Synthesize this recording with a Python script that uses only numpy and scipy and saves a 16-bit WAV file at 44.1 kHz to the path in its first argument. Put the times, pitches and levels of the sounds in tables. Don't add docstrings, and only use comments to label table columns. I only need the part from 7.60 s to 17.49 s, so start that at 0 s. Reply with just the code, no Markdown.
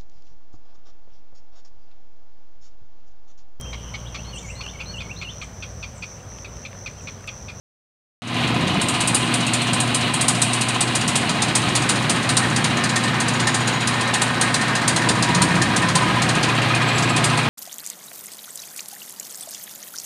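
import sys
import numpy as np
from scipy import signal
from scipy.fft import rfft, irfft
from scipy.io import wavfile

SR = 44100
rng = np.random.default_rng(int(sys.argv[2]) if len(sys.argv) > 2 else 0)


def inscribe(sig):
    pcm = np.round(np.clip(np.atleast_2d(sig).T, -1, 1) * 32767)
    wavfile.write(sys.argv[1], SR, pcm.astype(np.int16))


N = 436149
TIME = np.arange(N) / SR
SHAFT_HZ = 14.975
STROKE_TURNS = 0.2


def from_db(db):
    return 10 ** (np.asarray(db) / 20)


def rms_one(x):
    return x / np.sqrt(np.mean(x ** 2) + 1e-20)


def curve_at(rows, s=TIME):
    return np.interp(s, *np.transpose(rows))


def drift(rate_hz):
    step, settle = 40, 2000
    pole = np.exp(-2 * np.pi * step * rate_hz / SR)
    noise = rng.standard_normal(N // step + settle + 2)
    slow = signal.lfilter([1], [1, -2 * pole, pole * pole], noise)[settle:]
    return np.interp(np.arange(N) / step, np.arange(len(slow)), rms_one(slow))


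def colour(x, spectrum):
    size = 8192
    hz, db = np.transpose(spectrum)
    bins = np.maximum(np.arange(size // 2 + 1) * SR / size, 1)
    octaves_outside = np.maximum(np.log2(bins / hz[-1]), 0) + np.maximum(np.log2(hz[0] / bins), 0)
    gain = from_db(np.interp(np.log(bins), np.log(hz), db) - 20 * np.minimum(octaves_outside, 2))
    cepstrum = irfft(np.log(gain))[:size // 2]
    cepstrum[1:] *= 2
    response = irfft(np.exp(rfft(cepstrum, size)))[:size // 2]
    return signal.oaconvolve(x, response)[:len(x)]


def resonate(x, hz, width_hz):
    pole = np.exp(-np.pi * width_hz / SR)
    feedback = [1, -2 * pole * np.cos(2 * np.pi * hz / SR), pole * pole]
    return rms_one(signal.lfilter([1, 0, -1], feedback, x))


def diffuse(x, t60):
    decay = from_db(-120 / (t60 * SR))
    power = signal.lfilter([1 - decay], [1, -decay], x * x + 1e-18)
    return rng.standard_normal(N) * np.sqrt(power)


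def steel_ring(x, t60):
    t = TIME[:SR // 2]
    tail = rng.standard_normal(len(t)) * from_db(-60 * t / t60)
    return signal.oaconvolve(x, tail / np.linalg.norm(tail))[:N]


def struck_steel(taps, t60, modes_db, diffuse_db):
    wash = from_db(diffuse_db) * diffuse(taps, t60)
    return rms_one(taps + wash + from_db(modes_db) * steel_ring(taps, t60))


def contacts(turns, per_s, throb_db, spread_db, limp=0.093):
    stroke = np.cos(2 * np.pi * turns) + limp * np.cos(np.pi * turns)
    force_db = throb_db * stroke + spread_db * np.minimum(rng.exponential(1, N), 3.5)
    hits = rng.random(N) < per_s / SR
    return rms_one(hits * rng.choice([-1, 1], N) * from_db(force_db))


# time in seconds, place (0 front, 1 corner, 2 over the tray).
MIC_PATH = [(2.8, 0), (5.0, 0.76), (6.5, 0.85), (8.2, 1.28), (9.3, 1.8)]


def at_mic(place_db, s=TIME):
    return np.interp(curve_at(MIC_PATH, s), [0, 1, 2], place_db)


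# time in seconds, lag in turns.
FRAME_LAG = [(1.1, 0.08), (2.1, -0.018), (2.7, 0.15), (3.3, 0.034), (4.3, 0.21), (5.2, 0.42), (5.6, -0.12),
             (6.9, -.03), (7.6, 0.11), (9.2, 0.023), (9.7, 0.21)]


def landing_times():
    turn = np.arange(int(N / SR * SHAFT_HZ))
    return (turn + curve_at(FRAME_LAG, turn / SHAFT_HZ)) / SHAFT_HZ


def sprung_bounce(turns):
    return turns - curve_at(FRAME_LAG) - STROKE_TURNS + 0.11 * drift(3.8)


# multiple of the shaft rate, then relative level in dB
HUM_PARTIALS = [(7, -20.0, -19.0, -11.0), (8, 0.0, 0.0, 0.0), (9, -13.0, -13.0, -13.0),
                (10, -10.0, -3.0, -2.0), (12, -15.0, -7.0, -13.0), (14, -9.0, -6.0, -18.0),
                (15, -16.0, -13.0, -20.0), (16, -1.0, -3.0, -7.0), (17, -10.0, -8.0, -21.0),
                (18, -13.0, -13.0, -9.0), (19, -16.0, -20.0, -22.0), (20, -22.0, -16.0, -23.0),
                (24, -15.0, -15.0, -24.0)]
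# time in seconds, relative level in dB.
HUM_CURVE = [(0.95, -26.5), (1.1, -34), (1.74, -27), (4.42, -30), (4.92, -25.5), (7.16, -30.5), (9.73, -25),
             (9.8, -27.5)]


def frame_hum(turns, waver_db, wander_turns, gain_db):
    out = np.zeros(N)
    for order, *place_db in HUM_PARTIALS:
        phase = order * turns + rng.random() + wander_turns * drift(0.44)
        partial_db = at_mic(place_db) + waver_db * drift(0.76)
        out += from_db(partial_db) * np.sin(2 * np.pi * phase)
    return np.sqrt(2) * from_db(gain_db + curve_at(HUM_CURVE)) * out


# frequency in Hz, relative level in dB.
DRUM_SPECTRUM = [(25, -25.5), (45, -16), (70, -10), (100, -2), (130, 2.5), (180, 3.5), (260, -2), (330, 1),
                 (420, -12.5), (600, -11), (1200, -42)]
# time in seconds, relative level in dB.
DRUM_CURVE = [(0.85, -25.5), (1.15, -21), (1.35, -26), (1.59, -27), (2.97, -29), (4.19, -24.5), (6.76, -30),
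              (7.78, -22), (7.83, -19.5), (7.95, -22), (9.8, -27.5)]


def tray_drumming(bounce, buckle_db, gain_db):
    thumps = contacts(2 * bounce, per_s=700, throb_db=-1.5, spread_db=1.5)
    thumps *= from_db(buckle_db * drift(13))
    return from_db(gain_db + curve_at(DRUM_CURVE)) * rms_one(colour(thumps, DRUM_SPECTRUM))


# frequency in Hz, relative level in dB.
RATTLE_SPECTRUM = [(250, -13), (420, -1), (560, -4), (720, 1), (1050, 1.5), (1400, -2), (1800, -1.5),
                   (2200, -1.5), (2800, -12), (4500, -13)]
# frequency in Hz, width in Hz, then relative level in dB
PANEL_RESONANCES = [(506, 180, -27, -37, -13), (712, 88, -8, -18.5, -8), (1018, 34, -10, -16.5, -10),
                    (1244, 11, -13.5, -13.5, -7.5), (1510, 52, -15, -11, -21), (1631, 25, -22, -10.5, -9.5),
                    (1825, 22, -22, -7, -16), (2472, 30, -12, -17, -7), (2730, 77, -36, -37, -13),
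                    (2915, 40, -11, -19, -30), (3290, 64, -24, -20, -20), (3650, 78, -26, -38, -23),
                    (3890, 91, -15.5, -14, -37)]


def tray_rattle(bounce, place_db, panel_db, drum_share):
    taps = contacts(bounce, per_s=1500, throb_db=0.5, spread_db=2.5)
    chatter = struck_steel(taps, t60=0.068, modes_db=-6, diffuse_db=3.5)
    out = rms_one(colour(chatter, RATTLE_SPECTRUM))
    for hz, width_hz, *mode_db in PANEL_RESONANCES:
        mode = resonate(diffuse(taps, t60=0.0029), hz, width_hz)
        out += from_db(panel_db + at_mic(mode_db)) * mode
    drum_db = curve_at(DRUM_CURVE)
    return from_db(at_mic(place_db) + drum_share * (drum_db - drum_db.mean())) * rms_one(out)


def light_knocks(gain_db, spread_db, scatter_turns):
    rows, landed = [], landing_times()
    for hz, _, *place_db in PANEL_RESONANCES:
        force, late = rng.standard_normal((2, len(landed)))
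        s = np.maximum(landed + (STROKE_TURNS + scatter_turns * late) / SHAFT_HZ, 0)
        db = gain_db + at_mic(place_db, s) + spread_db * np.minimum(force, 1.5)
        rows += zip(s, np.full(len(s), hz), db)
    return rows


# start in seconds, frequency in Hz, level in dB.
HARD_KNOCKS = [(4.82, 1850, -18), (5.172, 1810, -23), (5.363, 1850, -16), (5.871, 1820, -18),
               (7.415, 1826, -24), (7.465, 1007, -20), (7.808, 970, -18), (8.012, 1810, -18),
               (8.221, 1790, -17.5), (8.357, 1005, -17), (8.559, 985, -29), (8.875, 1010, -18),
               (9.101, 1252, -17), (9.137, 2500, -20), (9.542, 2478, -19)]


def panel_knocks(rise_s, t60, detune, roughness):
    rows = list(HARD_KNOCKS) + light_knocks(gain_db=-22, spread_db=4, scatter_turns=0.09)
    out, t = np.zeros(N + SR), TIME[:SR // 8]
    envelope = (1 - np.exp(-t / rise_s)) ** 2 * from_db(-60 * t / t60)
    envelope /= envelope.max()
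    for (s, hz, db), (offset, phase) in zip(rows, rng.uniform(-1.095, 1, (len(rows), 2))):
        at = int(s * SR)
        tone = np.sin(2 * np.pi * (hz * (1 + detune * offset) * t + phase))
        out[at:at + len(t)] += from_db(db) * envelope * tone
    return out[:N] * (1 + roughness * drift(150))


# frequency in Hz, relative level in dB.
JANGLE_SPECTRUM = [(1500, -25), (2100, -4), (2500, 4.5), (3200, 1.5), (3900, 1), (4400, -4), (5100, -12),
                   (6500, -14), (10000, -39)]
SIZZLE_SPECTRUM = [(3500, -12.5), (5000, 4.5), (7000, 2), (8000, -1.5), (9100, 0), (9800, -2),
                   (10600, -12.5), (13000, -21), (15500, -46)]


def wire_screen(bounce, jangle_db, sizzle_db):
    taps = contacts(bounce, per_s=1300, throb_db=1.5, spread_db=5)
    wires = struck_steel(taps, t60=0.11, modes_db=10, diffuse_db=7)
    jangle = from_db(jangle_db) * rms_one(colour(wires, JANGLE_SPECTRUM))
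    sizzle = from_db(sizzle_db) * rms_one(colour(wires, SIZZLE_SPECTRUM))
    return jangle + sizzle


# start in seconds, relative level in dB,
# drive of the body ring against the bright ring in dB.
HARD_LANDINGS = [(1.212, -10.5, -19), (1.2835, -8, -25), (1.405, -10.5, -17), (1.473, -6.5, -20),
                 (1.5452, -3, -22), (1.7386, -8.5, -20), (1.865, -15.5, -15), (1.9338, -9.5, -15),
                 (2.0154, -16.5, -18), (2.1316, -12.5, -15.5), (2.2007, -9, -15.5), (2.3436, -8, -18),
                 (2.5375, -8.5, -26), (2.609, -6.5, -21.5), (2.6813, -2.5, -18.5), (2.8164, -3, -18),
                 (2.9317, -11, -14.5), (3.0093, -10.5, -15), (3.0839, -13.5, -15), (3.2062, -6.5, -15),
                 (3.3508, -8.5, -14), (3.4777, -9, -16), (3.555, -8, -14.5), (3.691, -15, -7.5),
                 (3.82, -11, -8.5), (3.9515, -5, -13.5), (4.1514, -6.5, -12.5), (4.29, -7.5, -11.5),
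                 (4.4952, -7, -13.5), (4.6898, -10, -13), (4.7681, -4.5, -14.5), (4.9606, -14.5, -10),
                 (5.041, -13.5, -7.5), (5.2914, -18, -9), (5.358, -10, -9.5), (5.4364, -18.5, -8),
                 (5.601, -12.5, -10.5), (5.6795, -14.5, -10), (5.7974, -18.5, -4.5), (5.8706, -14, -8.5),
                 (5.943, -13, -10), (6.0734, -15, -8.5), (6.2725, -10.5, -12.5), (6.5376, -9.5, -11.5),
                 (6.616, -9.5, -11.5), (6.8113, -6.5, -14), (6.9416, -10, -9), (7.1511, -16, -8.5),
                 (7.2774, -6.5, -12.5), (7.361, -12, -8.5), (7.4874, -9.5, -9), (7.624, -12, -7.5),
                 (7.7452, -14.5, -6.5), (7.8179, -6.5, -11.5), (8.0171, -12.5, -9.5), (8.1613, -11, -12),
                 (8.3523, -8, -12.5), (8.6183, -13.5, -9.5), (8.6882, -16.5, -6.5), (8.8283, -15.5, -6.5),
                 (9.1476, -15.5, -9), (9.3806, -17, -9), (9.5624, -13, -10), (9.6404, -7, -15),
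                 (9.7737, -16.5, -12)]


def part_landings(light_db, spread_db, body_share_db, seated_db, loose_from_s):
    s = landing_times()
    db = light_db + spread_db * rng.standard_normal(len(s)) + seated_db * (s < loose_from_s)
    light = np.column_stack([s, db, np.full(len(s), body_share_db)])
    to_hard_s = abs(s[:, None] - np.array(HARD_LANDINGS)[:, 0]).min(axis=1)
    return np.vstack([HARD_LANDINGS, light[to_hard_s > 0.5 / SHAFT_HZ]])


def workshop_blow(bounces, steel_t60=0.11, modes_db=1, room_t60=0.99, room_db=-10.5):
    ringing = from_db(modes_db) * steel_ring(bounces, steel_t60) + diffuse(bounces, steel_t60)
    return ringing + from_db(room_db) * diffuse(ringing, room_t60)


# frequency in Hz, relative level in dB.
BRIGHT_SPECTRUM = [(4500, -16), (6200, -23), (6800, -9), (7500, -9.5), (8200, -3), (8800, -2), (9600, -5.5),
                   (10100, -13.5), (10500, -19), (11500, -26), (13000, -38), (15500, -73)]
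BODY_SPECTRUM = [(500, -10), (1000, -0.5), (2000, -7), (3000, -2), (4000, -0.5), (4800, 0), (5500, -5),
                 (6200, -2.5), (7200, -0.5), (10000, -43)]


def loose_part_clanks(chatter_s, bright_db, body_db, bounces=14):
    bright, body = np.zeros(N), np.zeros(N)
    rows = part_landings(light_db=-26, spread_db=4, body_share_db=-8, seated_db=-3, loose_from_s=1.2)
    chances = rng.random((len(landing_times()), 2, bounces))
    for (s, db, body_share_db), (timing, push) in zip(rows, chances):
        delay = chatter_s * np.sort(timing - timing.min())
        direction = np.where(push < 0.5, -1, 1)
        force = np.exp(-delay / chatter_s) * direction * (0.5 + abs(2 * push - 1))
        force /= np.linalg.norm(force)
        at = np.minimum(((s + delay) * SR).astype(int), N - 1)
        np.add.at(bright, at, force * from_db(db))
        np.add.at(body, at, force * from_db(db + body_share_db))
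    bright_ring = from_db(bright_db) * colour(workshop_blow(bright), BRIGHT_SPECTRUM)
    body_ring = from_db(body_db) * colour(workshop_blow(body), BODY_SPECTRUM)
    return bright_ring + body_ring


# middle in seconds, length in seconds,
# frequency in Hz, resonance width in Hz, relative level in dB.
SINGING_PARTS = [(1.75, 0.49, 173, 5.5, -37), (6.055, 0.7, 6820, 120, -42), (7.156, 0.17, 1604, 18, -31),
                 (7.797, 0.69, 965, 10.3, -30.5), (8.052, 0.8, 176.3, 12, -27.5),
                 (8.393, 0.57, 1009, 48, -30.5), (9.42, 0.38, 7700, 300, -40.5),
                 (9.438, .22, 11050, 200, -53)]


def thin_parts_singing(bounce, throb_db):
    taps = contacts(bounce, per_s=1200, throb_db=1.5, spread_db=1.5)
    out = np.zeros(N)
    for middle_s, length_s, hz, width_hz, db in SINGING_PARTS:
        swell = np.exp(-(2 * (TIME - middle_s) / length_s) ** 4)
        tone = resonate(resonate(taps, hz, width_hz), hz, width_hz)
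        out += from_db(db) * swell * tone
    return out * from_db(throb_db * np.cos(2 * np.pi * bounce))


def swell_in(start_s, start_db, db_per_s):
    return (TIME > start_s) * from_db(np.minimum(start_db + db_per_s * (TIME - start_s), 0))


def scene():
    turns = SHAFT_HZ * TIME
    bounce = sprung_bounce(turns)
    hum = frame_hum(turns, waver_db=1, wander_turns=0.031, gain_db=-1.94)
    drumming = tray_drumming(bounce, buckle_db=0.25, gain_db=-1)
    rattle = tray_rattle(bounce, place_db=(-26.5, -23, -22), panel_db=-1.5, drum_share=0.057)
    knocks = panel_knocks(rise_s=0.0028, t60=0.11, detune=0.017, roughness=0.2)
    screen = wire_screen(bounce, jangle_db=at_mic((-27.5, -32, -25)),
                         sizzle_db=at_mic((-41.5, -43.5, -38)))
    clanks = loose_part_clanks(chatter_s=0.006, bright_db=27, body_db=33.5)
    singing = thin_parts_singing(bounce, throb_db=5.5)
    machine = hum + drumming + rattle + knocks + screen + clanks + singing
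    return (swell_in(start_s=0.62, start_db=-14, db_per_s=92) * machine)[None]


def record(dry):
    ceiling, stop_hz = 1.3, 16200
    rounded = ceiling * np.tanh(dry / ceiling)
    return signal.sosfilt(signal.cheby2(12, 70, stop_hz, fs=SR, output="sos"), rounded)


dry = scene()
out = record(dry)
inscribe(out)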